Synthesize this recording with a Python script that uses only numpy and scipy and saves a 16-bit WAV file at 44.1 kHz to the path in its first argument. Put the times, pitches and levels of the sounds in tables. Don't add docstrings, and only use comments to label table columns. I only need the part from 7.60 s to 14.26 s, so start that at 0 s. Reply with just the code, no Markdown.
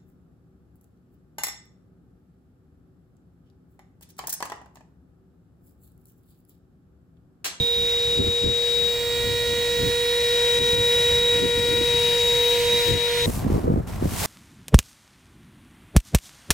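import sys
import numpy as np
from scipy import signal
from scipy.fft import irfft, next_fast_len
from scipy.io import wavfile
from scipy.ndimage import uniform_filter1d, minimum_filter1d

SR = 44100
rng = np.random.default_rng(int(sys.argv[2]) if len(sys.argv) > 2 else 0)


def rack_gain(trim_db):
    fader = np.asarray(trim_db, float)
    return 10 ** (fader / 20)


def wrap_up_sound(samples):
    columns = np.atleast_2d(samples).T
    tamed = np.clip(columns, -1, 1)
    steps = np.round(tamed * 32767).astype(np.int16)
    wavfile.write(sys.argv[1], SR, steps)


N = 293706
T = np.arange(N) / SR
SLOW = np.arange(0, N + 64, 32) / SR
SIDES = np.array([[1.], [-1.]])
SCENE_CHANGE_S = 5.661
# the bounds in seconds between its flat, rising, plump and firm stages.
FILL_S = [1.15, 1.6, 2.6, 3.1, 4.15, 4.45]


def fine(slow):
    ramps = np.diff(slow)[:, None] * np.arange(32) / 32
    return (slow[:-1, None] + ramps).ravel()[:N]


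def curves(table):
    s, *columns = np.transpose(table)
    return [np.interp(SLOW, s, c) for c in columns]


def at(table, hz):
    f, v = np.transpose(table)
    return np.interp(np.log(hz), np.log(f + 1), v)


def walk(rate):
    hold = max(int(1 / SLOW[1] / rate), 1)
    steps = np.repeat(rng.standard_normal(len(SLOW) // hold + 1), hold)
    smooth = uniform_filter1d(uniform_filter1d(steps, hold), hold)
    return 1.3 * smooth[:len(SLOW)]


def band(hz, octaves):
    size = next_fast_len(N)
    lowest = int(size * hz / SR / 6 ** octaves)
    highest = min(int(size * hz / SR * 6 ** octaves), size // 2)
    bins = np.arange(lowest, highest)
    bell = np.exp(-(np.log2(bins * SR / size / hz) / octaves) ** 2)
    draws = rng.standard_normal((2, 2, len(bins)))
    spectrum = np.zeros((2, size // 2 + 1), np.complex64)
    spectrum[:, bins] = (draws[0] + 1j * draws[1]) * bell
    return irfft(spectrum, size)[:, :N] * np.sqrt(size / 2)


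def noise(colour, count, shape, ref_hz, side, flicker_db, rate, lag_s=0., steady=0.):
    centres = np.geomspace(colour[0][0], colour[-1][0], count)
    step = np.log2(centres[1] / centres[0])
    out = 0
    for hz in centres:
        mid, own = band(hz, step * .8)
        if steady:
            strength = np.sqrt(uniform_filter1d(mid ** 2, int(3 * SR / hz))) / mid.std()
            mid = mid / (strength + .1) ** steady
        late = np.roll(mid, int(lag_s * SR))
        pair = np.array([mid + side(hz) * own, late - side(hz) * own])
        level_db = at(colour, hz) + shape(hz) + flicker_db * walk(rate)
        out = out + fine(rack_gain(level_db)) * pair
    return out * np.sqrt(SR / 2 / ref_hz)


def motor():
    # time in seconds, shaft rate in Hz, hum in dB.
    shaft = [(0.0, 472, -33.5), (0.12, 472.7, -31), (0.55, 473.8, -29), (1.25, 474.2, -28),
             (1.6, 475.6, -27.7), (2.8, 477, -23.8), (3.2, 476.7, -24.3), (4.2, 477.3, -24.3),
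             (4.65, 475.7, -24.3), (5.03, 477.2, -22.5), (5.2, 476.2, -24.5), (5.64, 475.9, -25)]
    # time in seconds, left level in dB,
    # right level in dB, lead of the left port in radians.
    blade_tone = [(0.0, -27.5, -23.5, 1.4), (1.27, -23.5, -32, .9), (1.4, -34.5, -30.5, -.5),
                  (2.35, -33, -29, 1), (2.9, -24.5, -27.5, 1.3), (3.7, -24, -23.5, .4),
                  (3.85, -28, -32, .6), (4.4, -23.5, -29.5, .2), (4.55, -25, -30, .2),
                  (4.68, -23, -25.5, .2), (4.93, -23.5, -32, .2), (5.03, -34, -34, -2.6),
                  (5.13, -25.5, -22, .6), (5.21, -28.5, -29, -2.2), (5.27, -23.5, -45, -6.5),
                  (5.45, -23.5, -35, -5), (5.53, -35, -31, -2.5), (5.62, -26, -33, -4)]
    # multiple of the shaft rate, then level in dB at flat, rising, plump, firm.
    orders = [(2, -55, -46, -42, -39), (3, -59, -49, -47, -52), (4, -55, -39, -38, -45),
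              (5, -47, -42, -39, -42), (6, -51, -49, -51, -45), (7, -44, -41, -40, -42),
              (9, -52, -44, -50, -48), (10, -49, -53, -52, -51), (15, -64, -57, -56, -48),
              (16, -50, -48, -48, -50), (17, -60, -54, -46, -55), (20, -67, -52, -54, -56),
              (24, -61, -57, -56, -51), (32, -56, -47, -50, -51)]
    order_pan_db = [0, 5, 7, 4, -9, -4, -4, 3, -1, -9, 2, -1, -5, -3]
    # frequency in Hz, lead of the left port in radians.
    port_lead = [(0, 0), (260, 0.13), (860, 0.092), (3010, 0.84), (3360, 0.98), (4310, -0.27), (5080, 0.4),
                 (5680, 1), (9560, 0.98), (10800, 0.25), (11500, 0.8), (11800, 0.1), (14200, 0.3),
                 (15300, -0.089)]
    faint_orders = (11, 12, 13, 14, 18, 21, 31)
    # dB at flat, rising, plump, firm.
    faint_db = (-64, -57, -57.5, -56)

    hz, hum_db = curves(shaft)
    left_db, right_db, blade_lead = curves(blade_tone)
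    unsteady_hz = hz * (1 + 0.00029 * walk(40))
    turn = 2 * np.pi * np.cumsum(fine(unsteady_hz)) / SR

    def line(k, db, pan_db, lead):
        start = rng.uniform(0, 2 * np.pi)
        ports = []
        for side in (1, -1):
            phase = int(k) * turn + fine(start + side * lead / 2)
            ports.append(fine(rack_gain(db + side * pan_db / 2)) * np.sin(phase))
        return np.array(ports)

    still = np.zeros_like(hz)
    out = line(1, hum_db + 0.15 * walk(45), still - 1.2, still + .14)
    blade_db = (left_db + right_db) / 2 + 3.5 + .5 * walk(45) + 0.53 * walk(300)
    out = out + line(8, blade_db, left_db - right_db, blade_lead)
    restless = SLOW > FILL_S[-1]
    faint = [(k, *faint_db) for k in faint_orders]
    pans = list(order_pan_db) + [0] * len(faint)
    for (k, flat, rising, plump, firm), pan in zip(list(orders) + faint, pans):
        db = np.interp(SLOW, FILL_S, [flat, rising, rising, plump, plump, firm])
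        db = db + min(k / 8, 2.5) * walk(3) + .9 * walk(45)
        db = db + min(k - 2, 3) * restless * (walk(9) - .4)
        pan_db = pan + min(k / 8, 2) * walk(1.2)
        lead = at(port_lead, k * hz[0]) + min(k / 30, .4) * walk(1.2)
        out = out + line(k, db, pan_db, lead)
    return np.sqrt(2) * out, turn


def air(turn):
    # time in seconds, rush in dB.
    nozzle = [
        (0.0, -47.5),
        (0.3, -44.5),
        (1.3, -44),
        (2.9, -39.5),
        (3.5, -40.3),
        (4.2, -41),
        (4.45, -38.5),
        (5.1, -37.8),
        (5.66, -39),
    ]
    # frequency in Hz, density in dB per Hz.
    rush_colour = [(500, -1), (750, -7.5), (1000, -11.5), (1500, -10.5), (2000, 0.5), (2500, -2.5),
                   (3100, -1), (3700, -1), (4400, -4), (6000, -6.5), (7500, -10.5), (9000, -12.5),
                   (12000, -18), (15500, -15)]
    roar_growth_db, roar_wander_db, hiss_wander_db = 3.5, .8, 1.1
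    cabin_t60_s = .1

    rush_db = curves(nozzle)[0] + .5 * walk(12)
    fill = np.clip(SLOW / FILL_S[-1], 0, 1) - .5
    low, top = roar_wander_db * walk(5), hiss_wander_db * walk(4)

    def shape(hz):
        roar = roar_growth_db * fill * (1800 < hz < 3600)
        low_part = low * np.clip(np.log2(4500 / hz), 0, 1)
        top_part = top * np.clip(np.log2(hz / 7000) / .8, 0, 1)
        return rush_db + roar + low_part + top_part

    rush = noise(rush_colour, count=16, shape=shape, ref_hz=587,
                 side=lambda hz: min(0.19 + hz / 25000, .6), flicker_db=0.9, rate=12)
    narrow_rush = band(3700, .075)[0]
    rush = rush + fine(rack_gain(rush_db - 2.5)) * narrow_rush / narrow_rush.std()
    t = np.arange(SR // 10) / SR
    shared, own = rng.standard_normal((2, len(t))) * rack_gain(-60 * t / cabin_t60_s)
    echoes = shared + 0.45 * SIDES * own
    echoes[:, 0] += 36.0
    echoes = echoes / np.sqrt(np.sum(echoes ** 2) / 2)
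    throb = 1 + 0.31 * np.sin(turn)
    return signal.fftconvolve(rush * throb, echoes, axes=1)[:, :N]


def rustle():
    # time in seconds, rustle in dB.
    leaves = [
        (5.67, -46),
        (5.77, -44.5),
        (5.86, -55),
        (5.95, -50),
        (6.05, -58),
        (6.266, -65),
        (6.274, -49.5),
        (6.39, -55),
        (6.634, -31.5),
    ]
    # frequency in Hz, density in dB per Hz.
    rustle_colour = [(350, -34), (600, 3), (810, 11), (993, 2.5), (1150, -1.5), (2510, 1), (2760, -2),
                     (8790, -2.5), (15600, -6.5)]
    tilt_slope, nylon_from_db = -1.1, -46
    drone_db, drone_until_s = 4.5, 6.08
    sleeve_db, sleeve_until_s = 4, 5.86

    high_db = curves(leaves)[0]
    tilt = np.clip(tilt_slope * (high_db - nylon_from_db), 0, 6.5)
    drone = drone_db * np.clip((drone_until_s - SLOW) / .1, 0, 1)
    sleeve = sleeve_db * np.clip((sleeve_until_s - SLOW) / .1, 0, 1)

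    def shape(hz):
        dull = tilt * np.clip(np.log2(6000 / hz) / 1.73, 0, 1.5)
        return high_db + dull + sleeve * (hz > 7500) + drone * (600 < hz < 1200)

    hiss = noise(rustle_colour, count=12, shape=shape, ref_hz=3020,
                 side=lambda hz: .52, flicker_db=0.1, rate=39)
    crackle = fine(rack_gain(1.3 * walk(400)))
    return hiss * crackle


def gusts():
    # time of the top in seconds, level in dB, time to fall 6 dB in seconds,
    # brightness in dB.
    gust_tops = [(0.0, -28, .03, -13), (0.21, -36, .035, -10), (0.48, -37, .03, -15), (0.6, -27, .02, -3),
                 (0.68, -26, .025, -5), (0.87, -27, .028, -7), (1.2, -36, .05, -11), (1.68, -34, .07, -8),
                 (1.93, -38, .06, -3), (2.25, -30, .05, -6), (3.02, -30.5, .05, -5), (3.18, -32, .04, -3),
                 (3.55, -34, .06, -12), (3.84, -32, .07, -1), (3.99, -32, .04, -8), (4.14, -31, .08, -2),
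                 (5.05, -37, .03, -16), (5.15, -39, .04, -1), (5.33, -25, .035, -8), (5.62, -35, .04, -20),
                 (5.69, -24.5, .02, -1), (5.77, -26, .025, -16), (5.865, -18.5, .02, -6.5),
                 (5.95, -20, .04, -4), (6.09, -22, .045, -1), (6.185, -20, .022, -6),
                 (6.37, -29, .025, -20), (6.45, -22.5, .028, -6.5), (6.54, -28, .035, -14),
                 (6.64, -33, .05, 4)]
    # time in seconds, level in dB.
    breeze_curve = [
        (0.0, -54),
        (1.0, -47),
        (2.0, -39),
        (2.5, -46),
        (3.3, -39),
        (4.4, -37),
        (5.5, -44),
        (5.7, -32),
        (6.66, -31),
    ]
    breeze_bright_db = -13

    s, top_db, fall_s, bright_db = np.transpose(gust_tops)[:, :, None]
    breeze = rack_gain(curves(breeze_curve)[0]) ** 2
    puffs = rack_gain(top_db - 6 * (np.abs(SLOW - s) / fall_s) ** 1.5) ** 2
    total = breeze + puffs.sum(axis=0)
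    brightness = (breeze * breeze_bright_db + (puffs * bright_db).sum(axis=0)) / total
    return 10 * np.log10(total), brightness


def wind():
    # frequency in Hz, density in dB per Hz.
    wind_colour = [(25, -9), (50, 0.5), (90, 5), (140, -2), (250, 0), (400, -2), (700, -24.5), (1400, -45)]
    # time in seconds, peak in dB, pitch in Hz.
    strong_eddies = [(0.589, -22, 102), (0.646, -21, 307), (0.841, -20.5, 195), (1.671, -24, 129),
                     (2.228, -18, 113), (3.127, -21, 102), (3.994, -23, 140), (4.086, -22, 241),
                     (4.213, -20, 223), (5.679, -16.5, 122), (5.695, -15, 200), (5.847, -14, 164),
                     (5.864, -12, 150), (5.901, -13, 231), (5.919, -14, 150), (5.939, -17, 127),
                     (5.959, -15, 121), (5.979, -15, 193), (6.041, -13.5, 229), (6.079, -9, 243),
                     (6.099, -8, 121), (6.119, -15, 140), (6.138, -11, 160), (6.159, -12, 167),
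                     (6.175, -15, 261), (6.199, -18, 129), (6.424, -12.5, 190), (6.454, -12.5, 148),
                     (6.519, -23, 121)]
    port_lag_s = .0005
    small_db, small_scatter_db, small_hz = 7, 4, 150

    gust_db, bright_db = gusts()
    gust_db = gust_db + 1.5 * walk(14)
    bright_db = bright_db + 1.6 * walk(18)
    open_db = 14 * (SLOW > SCENE_CHANGE_S)
    spikes_db = 3.8 * walk(90)

    def shape(hz):
        upper = (bright_db + spikes_db) * np.clip(np.log2(hz / 170) / 0.63, 0, 1)
        return gust_db + upper + open_db * np.exp(-(np.log2(hz / 850) / .6) ** 2)

    out = noise(wind_colour, count=10, shape=shape, ref_hz=200, side=lambda hz: min(.03 + hz / 450, .6),
                flicker_db=1.5, rate=35, lag_s=port_lag_s, steady=0.59)
    when, size, pitch = rng.uniform(0, 1, size=(40, 3)).T
    when = when * (T[-1] - .05)
    peak_db = np.interp(when, SLOW, gust_db) + small_db - 2 * small_scatter_db * size
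    eddies = list(strong_eddies) + list(zip(when, peak_db, small_hz * 2 ** (pitch - .5)))
    chance = rng.uniform(-1, 1, (len(eddies), 2))
    for (s, db, hz), (phase, pan) in zip(eddies, chance):
        t = np.arange(int(2.1 * SR / hz)) / SR
        swing = np.cos(2 * np.pi * hz * t * (1.3 - 0.25 * hz * t))
        pop = np.sign(phase) * hz * t * np.exp(-3.0 * hz * t) * swing
        pop = pop + 0.15 * np.sign(phase) * np.exp(-((t - 0.297 / hz) / 0.00063) ** 2)
        pop = pop / np.abs(pop).max()
        for port in range(2):
            i = int((s + port * port_lag_s) * SR)
            level = rack_gain(db - 1.0 + 2.4 * pan * SIDES[port])
            out[port, i:i + len(t)] += (level * pop)[:N - i]
    return out


def far():
    # frequency in Hz, density in dB per Hz.
    traffic_colour = [(25, -12), (60, 6), (120, -7.5), (250, -19.5), (400, -8.5), (700, -16), (1200, -17.5)]
    traffic_db = -44
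    return noise(traffic_colour, count=8, shape=lambda hz: traffic_db, ref_hz=121,
                 side=lambda hz: .18, flicker_db=1.5, rate=3.193)


def scene():
    # time in seconds, change in dB, recovery time in seconds.
    ducks = [(.588, -4.5, .05), (.68, -1.5, .04), (.85, -2.5, .06), (2.988, -6, .035), (3.152, -4, .04),
             (3.6, -2.5, .03), (3.8, -2, .08), (4.0, -1.5, .04), (4.19, -2, .05), (4.62, -1, .04),
             (5.31, -3, .05), (5.345, -4, .08)]

    lines, turn = motor()
    duck_db = 0
    for s, db, back_s in ducks:
        drop = np.clip((SLOW - s) / 0.0045, 0, 1)
        recovery = np.exp(-np.maximum(SLOW - s, 0) / back_s)
        duck_db = duck_db + db * drop * recovery
    inside = np.clip((SCENE_CHANGE_S - T) / .0015, 0, 1)
    pump = fine(rack_gain(duck_db)) * (lines + air(turn))
    return inside * pump + (1 - inside) * rustle() + wind() + far()


def band_limit(x):
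    return signal.sosfilt(signal.butter(12, 15730, fs=SR, output="sos"), x)


def record(dry):
    peak = -minimum_filter1d(-np.abs(dry).max(axis=0), size=882)
    gain = np.minimum(1, (0.34 / (peak + 1e-9)) ** .5)
    gain = uniform_filter1d(gain, size=441)
    low_pass = signal.ellip(8, .2, 70, 15800, fs=SR, output="sos")
    mix = signal.sosfilt(low_pass, dry * gain)
    return band_limit(mix)


dry = scene()
out = record(dry)
wrap_up_sound(out)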